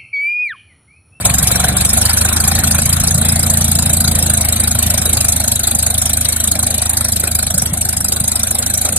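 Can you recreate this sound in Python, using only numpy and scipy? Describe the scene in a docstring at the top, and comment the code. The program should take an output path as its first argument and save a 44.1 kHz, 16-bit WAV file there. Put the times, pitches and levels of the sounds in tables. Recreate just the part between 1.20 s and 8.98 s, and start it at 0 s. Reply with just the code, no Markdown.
"""An open apron: a twelve-cylinder piston aircraft engine idles, picks up a little and settles back.
Each firing of the near bank leaves its short exhaust stub as a low thump, a bark and a sharp spit
of gas; the far bank thumps and roars in between. Now and then a cylinder misses, fires hard or
coughs, or unburnt fuel burbles in the exhaust, all over the propeller's wash."""
import sys
import numpy as np
from scipy import signal
from scipy.fft import rfft, irfft
from scipy.io import wavfile
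from scipy.ndimage import uniform_filter1d

SR = 44100
rng = np.random.default_rng(int(sys.argv[2]) if len(sys.argv) > 2 else 0)


def unload_wav(signal):
    """Save mono or channel-first audio to the path in sys.argv[1] as 16-bit WAV at rate SR, clipped to [-1, 1]."""
    wavfile.write(
        sys.argv[1],
        SR,
        np.round(np.clip(np.atleast_2d(signal).T, -1, 1) * 32767).astype(np.int16),
    )


N = 343098
TIME = np.arange(N) / SR

# Engine speed. Each row: time in seconds, firings of one bank per second.
FIRING_RATE = [(0.0, 22.43), (0.67, 24.26), (1.32, 27.04), (1.91, 28.01), (2.61, 27.85), (3.22, 26.67),
               (4.27, 25.79), (5.39, 26.35), (6.12, 26.27), (6.77, 25.67), (7.24, 25.88), (7.78, 27.06)]


def gain_of(db):
    """Decibels to amplitude."""
    return 10 ** (np.asarray(db) / 20)


def unit_rms(x):
    """Scales to an rms of one."""
    return x / np.sqrt(np.mean(x ** 2) + 1e-20)


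def over_time(points):
    """Breakpoint curve at every sample."""
    return np.interp(TIME, *np.transpose(points))


def over_hz(points, hz):
    """Breakpoint curve on a log-frequency axis."""
    point_hz, value = np.transpose(points)
    return np.interp(np.log(hz + 1), np.log(point_hz + 1), value)


def impulses(times_s, sizes):
    """Train of single impulses."""
    return np.bincount(np.clip(times_s * SR, 0, N).astype(int), sizes, N + 1)[:N]


def resonance(hz, width_hz):
    """Ring that swells and dies within a few cycles."""
    t = np.arange(SR // 8) / SR
    age = np.pi * width_hz * t
    return age * np.exp(1 - age) * np.sin(2 * np.pi * hz * t)


def chance(count, rows):
    """Bounded scatter from firing to firing, one row per quantity."""
    return np.clip(rng.standard_normal((count, rows)), -2.5, 1.5).T


def patches(shape, size):
    """Random time-frequency field with deep notches and modest peaks."""
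    field = uniform_filter1d(rng.standard_normal(shape), size=size, axis=0)
    field = uniform_filter1d(field, size=size, axis=1)
    return np.minimum(unit_rms(field), 1.5)


def turbulence(spectrum, patchy_db, frame):
    """Stereo flow noise; its colour shifts in random patches while its power stays even."""
    # Each row: frequency in Hz, left-right coherence from 0 to 1.
    coherence = [(30, .6), (150, .92), (330, .78), (750, .88), (1200, .7), (2200, .52), (3900, .3),
                 (5200, .85), (7000, .6), (9500, .36), (14000, .4)]
    # Each row: frequency in Hz, left minus right in dB.
    balance = [(500, -0.5), (800, 1), (1200, 4.5), (1800, 4.5), (2700, 1), (4100, 3), (6300, -0.5),
               (14000, 0)]
    # Path round the microphone body. Each row: frequency in Hz, left delay in samples.
    left_lag = [(600, 1.5), (1400, 2.2), (2500, 5.5), (3900, 3.6), (4900, 4.1), (6800, 3.3), (9000, 3.3),
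                (10000, 2.9)]
    hz = np.fft.rfftfreq(frame, 1 / SR)
    a, b, c, d = rng.standard_normal((4, 4 * N // frame + 5, len(hz)))
    common, separate = a + 1j * b, c + 1j * d
    shared = np.clip(over_hz(coherence, hz), 0, 1)
    delay = np.exp(-2j * np.pi * hz * over_hz(left_lag, hz) / SR)
    bins = np.array([delay * common, shared * common + np.sqrt(1 - shared ** 2) * separate])
    colour = gain_of(over_hz(spectrum, hz) + patchy_db * patches(a.shape, size=9))
    bins *= colour / np.linalg.norm(colour, axis=1, keepdims=True)
    bins *= gain_of(np.outer([.5, -.5], over_hz(balance, hz)))[:, None]
    _, noise = signal.istft(bins.swapaxes(1, 2), nperseg=frame, noverlap=frame - frame // 4)
    return unit_rms(noise[:, :N])


def blowdown(times_s, firing_db, delay_s, open_s, tail_db, tail_s):
    """Gas jet envelope: a short rush as each valve opens, then a fading flow."""
    lead = SR // 40
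    t = np.arange(-lead, SR // 8) / SR - delay_s
    rush = np.exp(-.5 * (t / open_s) ** 2)
    opening = .5 + .5 * np.tanh(t / open_s)
    tail = gain_of(tail_db) ** 2 * np.exp(-np.maximum(t, 0) / tail_s) * opening
    power = signal.oaconvolve(impulses(times_s, gain_of(firing_db) ** 2), rush + tail)[lead:lead + N]
    return unit_rms(np.sqrt(abs(power)))


def sputter(depth_db, lump_samples):
    """The jet tears into lumps about a millisecond long."""
    lumps = unit_rms(uniform_filter1d(rng.standard_normal(N), size=lump_samples))
    return unit_rms(gain_of(depth_db * np.clip(lumps, -2, 1)))


def jet_gain(effort_db, idle_db, db_per_db, db_per_hz_s):
    """A jet grows with effort, and more while the engine gathers speed."""
    above_idle_db = effort_db + 22
    pull_hz_s = uniform_filter1d(np.gradient(over_time(FIRING_RATE), TIME), size=SR)
    return gain_of(idle_db + db_per_db * above_idle_db + db_per_hz_s * pull_hz_s)


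def firing_cycles(skip_s, lost_cycles):
    """Running count of near-bank firings; the pulse timing skips once by part of a cycle."""
    lost = lost_cycles * np.clip((TIME - skip_s) / .03 + .5, 0, 1)
    return -.27 + np.cumsum(over_time(FIRING_RATE)) / SR - lost


def firing_times(cycles, jitter_s):
    """One firing per whole cycle, slightly uneven."""
    times_s = np.interp(np.arange(int(cycles[-1]) + 1), cycles, TIME)
    return times_s + jitter_s * rng.standard_normal(len(times_s))


def exhaust_pulses(times_s, modes, uneven_db, jitter_s, near_delay_s, far_lead_cycles):
    """Pressure pulses of both banks ring the low exhaust resonances."""
    banks_s = times_s + near_delay_s, times_s - far_lead_cycles * np.gradient(times_s)
    out = np.zeros(N)
    for hz, width_hz, *banks_db in modes:
        for at_s, db in zip(banks_s, banks_db):
            strength, late = chance(len(at_s), rows=2)
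            pulses = impulses(at_s + jitter_s * late, gain_of(db + uneven_db * strength))
            out += signal.oaconvolve(pulses, resonance(hz, width_hz))[:N]
    return unit_rms(out)


def exhaust_thump(times_s, effort_db):
    """The deepest resonances; the thump builds as the engine gets going."""
    # Each row: frequency in Hz, width in Hz, near bank in dB, far bank in dB.
    modes = [(91.9, 61.3, 10.5, -19), (69.5, 61, -29.5, 9)]
    # Each row: time in seconds, gain on top of effort in dB.
    swell = [(.3, -2.5), (1.6, 1.5), (2.8, .7), (3.6, -1), (4.8, 0.8), (6.1, -1.5)]
    thump = exhaust_pulses(times_s, modes, uneven_db=1.9, jitter_s=.00067,
                           near_delay_s=.0012, far_lead_cycles=.357)
    return gain_of(effort_db + over_time(swell) + .4) * thump


def exhaust_boom(times_s):
    """The resonances above the thump, struck less evenly."""
    # Each row: frequency in Hz, width in Hz, near bank in dB, far bank in dB.
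    modes = [(153, 81, -5.5, -5.5), (218.2, 71, -8, -5.5)]
    return exhaust_pulses(times_s, modes, uneven_db=4, jitter_s=.00045,
                          near_delay_s=.0013, far_lead_cycles=.332)


def drone(cycles, boom_db, idle_db, loaded_db, trough_cycles):
    """Steady part of the pressure wave; its middle orders grow under load."""
    # Each row: order of the firing rate, idle level and loaded level in dB re the boom curve.
    orders = [(2, -23, -25), (3, -17, -15), (4, -8.5, -16), (5, -22, -7.5), (6, -21, -6), (7, -26, -21),
              (8, -12, -6), (9, -12, -48)]
    load = np.clip((boom_db - idle_db) / (loaded_db - idle_db), 0, 1)
    angle = 2 * np.pi * (cycles - trough_cycles)
    return -np.sqrt(2) * sum(gain_of(idle + load * (loaded - idle)) * np.cos(order * angle)
                             for order, idle, loaded in orders)


def propeller_wash():
    """Rumbling air thrown back by the propeller."""
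    # Each row: frequency in Hz, relative density in dB.
    spectrum = [(20, -22), (40, -3), (70, -4.5), (130, 4), (220, 0), (300, -7), (420, -18), (700, -10),
                (1000, -20.5), (2300, -17), (3050, -20), (4000, -16.5), (5500, -67), (8000, -11.5),
                (11000, -22), (14000, -47)]
    return turbulence(spectrum, patchy_db=6.5, frame=2048)


def far_roar(times_s, lead_cycles, uneven_db):
    """The far bank's barks come round the fuselage, ragged, between the near firings."""
    # Each row: frequency in Hz, relative density in dB.
    spectrum = [(300, -3), (650, 1.5), (1000, 4.5), (1500, 4), (2300, 5.5), (3050, -1), (4000, 2),
                (5200, -32), (8000, -8), (14000, -19)]
    strength, = chance(len(times_s), rows=1)
    far_s = times_s - lead_cycles * np.gradient(times_s)
    flow = blowdown(far_s, uneven_db * strength, delay_s=0, open_s=.004, tail_db=-1, tail_s=.03)
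    return flow * sputter(depth_db=3, lump_samples=60) * turbulence(spectrum, patchy_db=4, frame=512)


def cylinder_levels(times_s):
    """Chuff, bark, ring and spit in dB per firing: each cylinder's habit, plus odd firings."""
    # Near bank in firing order. Each row: bark, ring and spit offsets in dB.
    cylinders = [(-.7, .4, -.3), (.2, -1.2, .9), (.9, .9, -1.5), (.6, .4, .1), (-.3, -.3, -.7),
                 (-.6, -.4, 1.7)]
    # Missed and hard firings. Each row: time in seconds, chuff, bark, ring and spit changes in dB.
    odd_firings = [(.012, -7, -7.5, -10, -11), (.056, 9, 8.5, 2, 2.5), (.446, 14, 6.5, 1, 1.5),
                   (.486, 10, 1, 2, -3), (.528, -8, -13, -9, -9.5), (.78, 8, 1, 0, 3.5),
                   (.858, -14, -5, 7.5, 1.5), (1.168, -1, 4, 0, 0), (1.281, 5, 0, 0.5, 2.5),
                   (1.587, 1, 6, -3, -1.5), (2.162, 7, 1, -1, -4), (2.735, 0, -0.5, -3, 2),
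                   (2.807, 0, 2, -1, 2.5), (2.845, -6, 4, 5.5, -0.5), (3.974, -3, 4.5, 6, 0),
                   (4.437, -8, -3, 5, 0.5), (4.553, 4, -15, 3.5, -2), (4.668, 3.5, 4, 2.5, 3),
                   (5.052, -4, -8, 6.5, -1), (5.355, 5, 3.5, -7, -1.5), (5.471, 9.5, -1, 3, 0.5),
                   (6.04, 4, 6, 0, 0), (6.08, 6, 7.5, 1, 0.5), (6.495, -10.5, -15.5, -13, -12),
                   (6.849, -2, 7.5, -22, 0.5), (7.391, 4, -1.5, -20.5, 2), (7.655, 12, -3, 4.5, 4),
                   (7.692, 9, 2, -1, -2.5)]
    bark_db, ring_db, spit_db = np.array(cylinders)[np.arange(len(times_s)) % len(cylinders)].T
    levels_db = np.array([bark_db, bark_db, ring_db, spit_db])  # chuff shares the bark's habit
    for at_s, *changes_db in odd_firings:
        levels_db[:, np.argmin(abs(times_s - at_s))] += changes_db
    return levels_db


def valve_leak(times_s, firing_db):
    """Gas hisses past the valve just before it opens fully."""
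    # Each row: frequency in Hz, relative density in dB.
    spectrum = [(1500, -30), (4200, -2), (5400, -16), (7500, 3), (10000, -1), (14300, -10)]
    flow = blowdown(times_s, firing_db, delay_s=-.008, open_s=.0035, tail_db=-9, tail_s=.025)
    return flow * turbulence(spectrum, patchy_db=7, frame=512)


def valve_crack(times_s, firing_db):
    """The stronger the firing, the harder the crack as its valve lifts."""
    # Each row: frequency in Hz, relative density in dB.
    spectrum = [(500, -6), (1500, -14), (3000, -1), (4000, 4), (4650, 3), (5400, 10), (6500, 13),
                (8500, 11.5), (14300, -24)]
    flow = blowdown(times_s, firing_db, delay_s=-.0034, open_s=.0009, tail_db=-8, tail_s=.003)
    return flow * sputter(depth_db=3.5, lump_samples=30) * turbulence(spectrum, patchy_db=6.5, frame=256)


def gas_chuff(times_s, near_db, far_db):
    """Low puff of gas; the far bank's arrives just ahead of the near one."""
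    # Each row: frequency in Hz, relative density in dB.
    spectrum = [(250, -22.5), (420, -14.5), (620, 2.5), (790, 2.5), (930, -31), (1300, -16), (3000, -45)]
    near = blowdown(times_s, near_db, delay_s=.0017, open_s=.0034, tail_db=-6, tail_s=.016)
    far = blowdown(times_s, far_db, delay_s=-.0105, open_s=.0025, tail_db=-8, tail_s=.01)
    return np.hypot(near, gain_of(-6.5) * far) * turbulence(spectrum, patchy_db=6, frame=1024)


def gas_bark(times_s, firing_db):
    """Rough midrange burst of the jet."""
    # Each row: frequency in Hz, relative density in dB.
    spectrum = [(600, -11.5), (950, -4), (1200, -9.5), (1480, 7), (1750, -6), (2100, -6.5), (2500, -1.5),
                (3100, -5), (5000, -6.5), (8000, -21)]
    flow = blowdown(times_s, firing_db, delay_s=-.0001, open_s=.002, tail_db=-4, tail_s=.008)
    return flow * sputter(depth_db=2, lump_samples=50) * turbulence(spectrum, patchy_db=5, frame=1024)


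def stub_ring(times_s, firing_db, dip_s, dip_width_s, dip_db):
    """Each firing rings its steel stub; the ring fades once and returns."""
    # Each row: frequency in Hz, relative density in dB.
    spectrum = [(2700, -15), (3400, -2.5), (3950, 8), (4350, -2), (5200, -13), (6500, -45)]
    ring_db = firing_db + dip_db * np.exp(-.5 * ((times_s - dip_s) / dip_width_s) ** 2)
    flow = blowdown(times_s, ring_db, delay_s=.0043, open_s=.0025, tail_db=-2, tail_s=.006)
    return flow * turbulence(spectrum, patchy_db=4, frame=1024)


def gas_spit(times_s, firing_db):
    """Sharp treble burst of the jet."""
    # Each row: frequency in Hz, relative density in dB.
    spectrum = [(1500, -56), (2300, -17), (3200, -18), (4000, -19), (4600, -1), (5400, -14.5), (6000, -9),
                (6700, -3.5), (7800, 6), (9000, 8.5), (10500, 4.5), (12500, -1.5), (14300, -7)]
    flow = blowdown(times_s, firing_db, delay_s=-.0006, open_s=.0024, tail_db=-17, tail_s=.011)
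    return flow * turbulence(spectrum, patchy_db=3.5, frame=1024)


def airframe_scatter(times_s, firing_db):
    """Wing and fuselage throw the spit back later and duller."""
    # Each row: frequency in Hz, relative density in dB.
    spectrum = [(2500, -13), (3100, -11.5), (4500, -0.5), (5600, 4), (6700, 4), (7800, 6), (9000, 7.5),
                (10800, 3), (12300, -3.5), (14300, -13)]
    flow = blowdown(times_s, firing_db, delay_s=.007, open_s=.004, tail_db=2, tail_s=.007)
    return flow * turbulence(spectrum, patchy_db=7.5, frame=1024)


def stub_jets(times_s, effort_db, chuff_gain):
    """Each firing hisses, cracks, chuffs, barks, rings its stub and spits."""
    # Each row: time in seconds, treble gain in dB.
    treble_level = [(0.0, -16), (1.2, -17), (1.8, -17), (3.8, -17), (4.45, -16.5), (6.2, -18.5),
                    (7.78, -19)]
    spread_db = np.array([1.4, 1, 1.2, .8, 4, 2.5])  # chuff, bark, ring, spit, leak, far chuff
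    random_db = spread_db[:, None] * chance(len(times_s), rows=6)
    chuff_db, bark_db, ring_db, spit_db = cylinder_levels(times_s) + random_db[:4]
    leak_offset_db, far_db = random_db[4:]
    leak_gain = jet_gain(effort_db, idle_db=-45, db_per_db=.2, db_per_hz_s=4.2)
    bark_gain = jet_gain(effort_db, idle_db=-31, db_per_db=.53, db_per_hz_s=.8)
    leak = valve_leak(times_s, spit_db + leak_offset_db)
    crack = valve_crack(times_s, 1.2 * spit_db)
    chuff = gas_chuff(times_s, chuff_db, far_db)
    bark = gas_bark(times_s, bark_db)
    ring = stub_ring(times_s, ring_db, dip_s=6.54, dip_width_s=.15, dip_db=-16)
    spit = gas_spit(times_s, spit_db)
    # A harder bark fills the gaps between firings.
    scatter = airframe_scatter(times_s, spit_db) * (bark_gain / bark_gain.mean()) ** .63
    treble = gain_of(-10) * crack + gain_of(-12.5) * ring + gain_of(2) * spit + gain_of(-4.5) * scatter
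    treble *= gain_of(over_time(treble_level))
    return chuff_gain * chuff + bark_gain * bark + treble + leak_gain * leak


def hollow_colour(jets):
    """Fixed peaks and dips make the jets hollow; random notches flicker through mids and treble."""
    # Each row: frequency in Hz, gain in dB.
    hollows = [(800, .5), (930, -1.5), (1050, 2), (1200, -.5), (1400, 1), (1550, -.5), (1760, 2.5),
               (2030, -4), (2260, 2), (2420, 1), (2620, -1.5), (2980, -3.5), (3220, .5), (3420, -2),
               (3900, .5), (4500, -1), (5500, 0)]
    # Each row: frequency in Hz, depth of flicker in dB.
    flicker = [(400, -0.5), (1000, 3), (2000, 2.5), (3100, 6.5), (4000, 3), (5500, 10.5), (8000, 2),
               (13000, 0.5)]
    hz, _, bins = signal.stft(jets, SR, nperseg=512, noverlap=384)
    colour = gain_of(over_hz(flicker, hz)[:, None] * patches(bins.shape[1:], size=7))
    colour /= np.sqrt(np.mean(colour ** 2, axis=1, keepdims=True))
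    colour *= gain_of(over_hz(hollows, hz))[:, None]
    return signal.istft(bins * colour, nperseg=512, noverlap=384)[1][:, :N]


def coughs(rise_s):
    """Puffs of gas burst from the exhaust and fade, each with its own hollow pitch."""
    # Each row: start in seconds, level in dB, centre in Hz, width in octaves, fade in seconds.
    puffs = [(.053, -19, 624, 0.25, 0.018), (.443, -22, 720, 0.44, .014), (3.705, -26, 650, .12, 0.014),
             (3.853, -25.5, 400, 0.56, 0.047), (4.2, -22, 724, 0.11, 0.011), (6.035, -26, 420, 0.44, 0.017)]
    t, hz = np.arange(SR // 4) / SR, np.fft.rfftfreq(SR // 4, 1 / SR)
    out = np.zeros(N)
    for start_s, db, centre_hz, octaves, fade_s in puffs:
        band = np.exp(-.5 * (np.log2((hz + 1) / centre_hz) / octaves) ** 2)
        noise = irfft(band * rfft(rng.standard_normal(len(t))), len(t))
        envelope = np.minimum(t / rise_s, 1) * np.exp(-t / fade_s)
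        puff = unit_rms(envelope * noise) * np.sqrt(np.mean(envelope ** 2))
        out += signal.oaconvolve(impulses(np.array([start_s]), gain_of([db])), puff)[:N]
    return out


def fuel_pops(hz, width_hz):
    """Fuel burning late in the exhaust gives a hollow burble."""
    # Each row: start in seconds, level in dB.
    pops = [(3.794, -14.5), (4.145, -17.5), (6.343, -13.5), (6.422, -13), (6.523, -10.5), (7.009, -13)]
    start_s, db = np.transpose(pops)
    return signal.oaconvolve(impulses(start_s, gain_of(db)), resonance(hz, width_hz))[:N]


def scene():
    """Exhaust of both banks over the propeller wash."""
    # Engine effort as thump strength. Each row: time in seconds, level in dB.
    effort = [(0.1, -18.5), (1.0, -19.5), (2.2, -20.5), (3.95, -19.5), (4.3, -26), (4.7, -24), (6.5, -23.5),
              (7.2, -27), (7.78, -25.5)]
    # Boom curve. Each row: time in seconds, gain in dB.
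    boom_level = [(0.2, -19.8), (.95, -24.5), (1.5, -20.6), (2.6, -20.5), (4.7, -28), (7.3, -29.5),
                  (7.78, -30)]
    effort_db, boom_db = over_time(effort), over_time(boom_level)
    boom_gain = gain_of(boom_db)
    chuff_gain = jet_gain(effort_db, idle_db=-35, db_per_db=.41, db_per_hz_s=.34)
    roar_gain = jet_gain(effort_db, idle_db=-38, db_per_db=2.16, db_per_hz_s=1.47)
    cycles = firing_cycles(skip_s=1.42, lost_cycles=.33)
    times_s = firing_times(cycles, jitter_s=.00053)
    thump = exhaust_thump(times_s, effort_db)
    boom = gain_of(-6.5) * exhaust_boom(times_s)
    hum = drone(cycles, boom_db, idle_db=-23, loaded_db=-22.5, trough_cycles=.226)
    low = thump + boom_gain * (boom + hum) + fuel_pops(hz=157.5, width_hz=78)
    wash = gain_of(3.5) * np.sqrt(boom_gain * chuff_gain) * propeller_wash()
    roar = roar_gain * far_roar(times_s, lead_cycles=.25, uneven_db=3.5)
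    jets = stub_jets(times_s, effort_db, chuff_gain)
    lull = gain_of(np.interp(TIME, [.035, .05], [-8, 0]))  # the opening firing misses
    return lull * (low + wash) + hollow_colour(lull * roar + jets) + coughs(rise_s=.0018)


def record(dry):
    """Deep bass is shed, the highest peaks clip, then the band is limited."""
    low_cut_hz, high_cut_hz = 41, 14500
    thinned = signal.sosfilt(signal.butter(2, low_cut_hz, "highpass", fs=SR, output="sos"), dry)
    lowpass = signal.firwin(255, high_cut_hz, window=("kaiser", 7), fs=SR)
    return signal.oaconvolve(np.clip(thinned, -.95, .95), lowpass[None], "same")


dry = scene()
out = record(dry)
unload_wav(out)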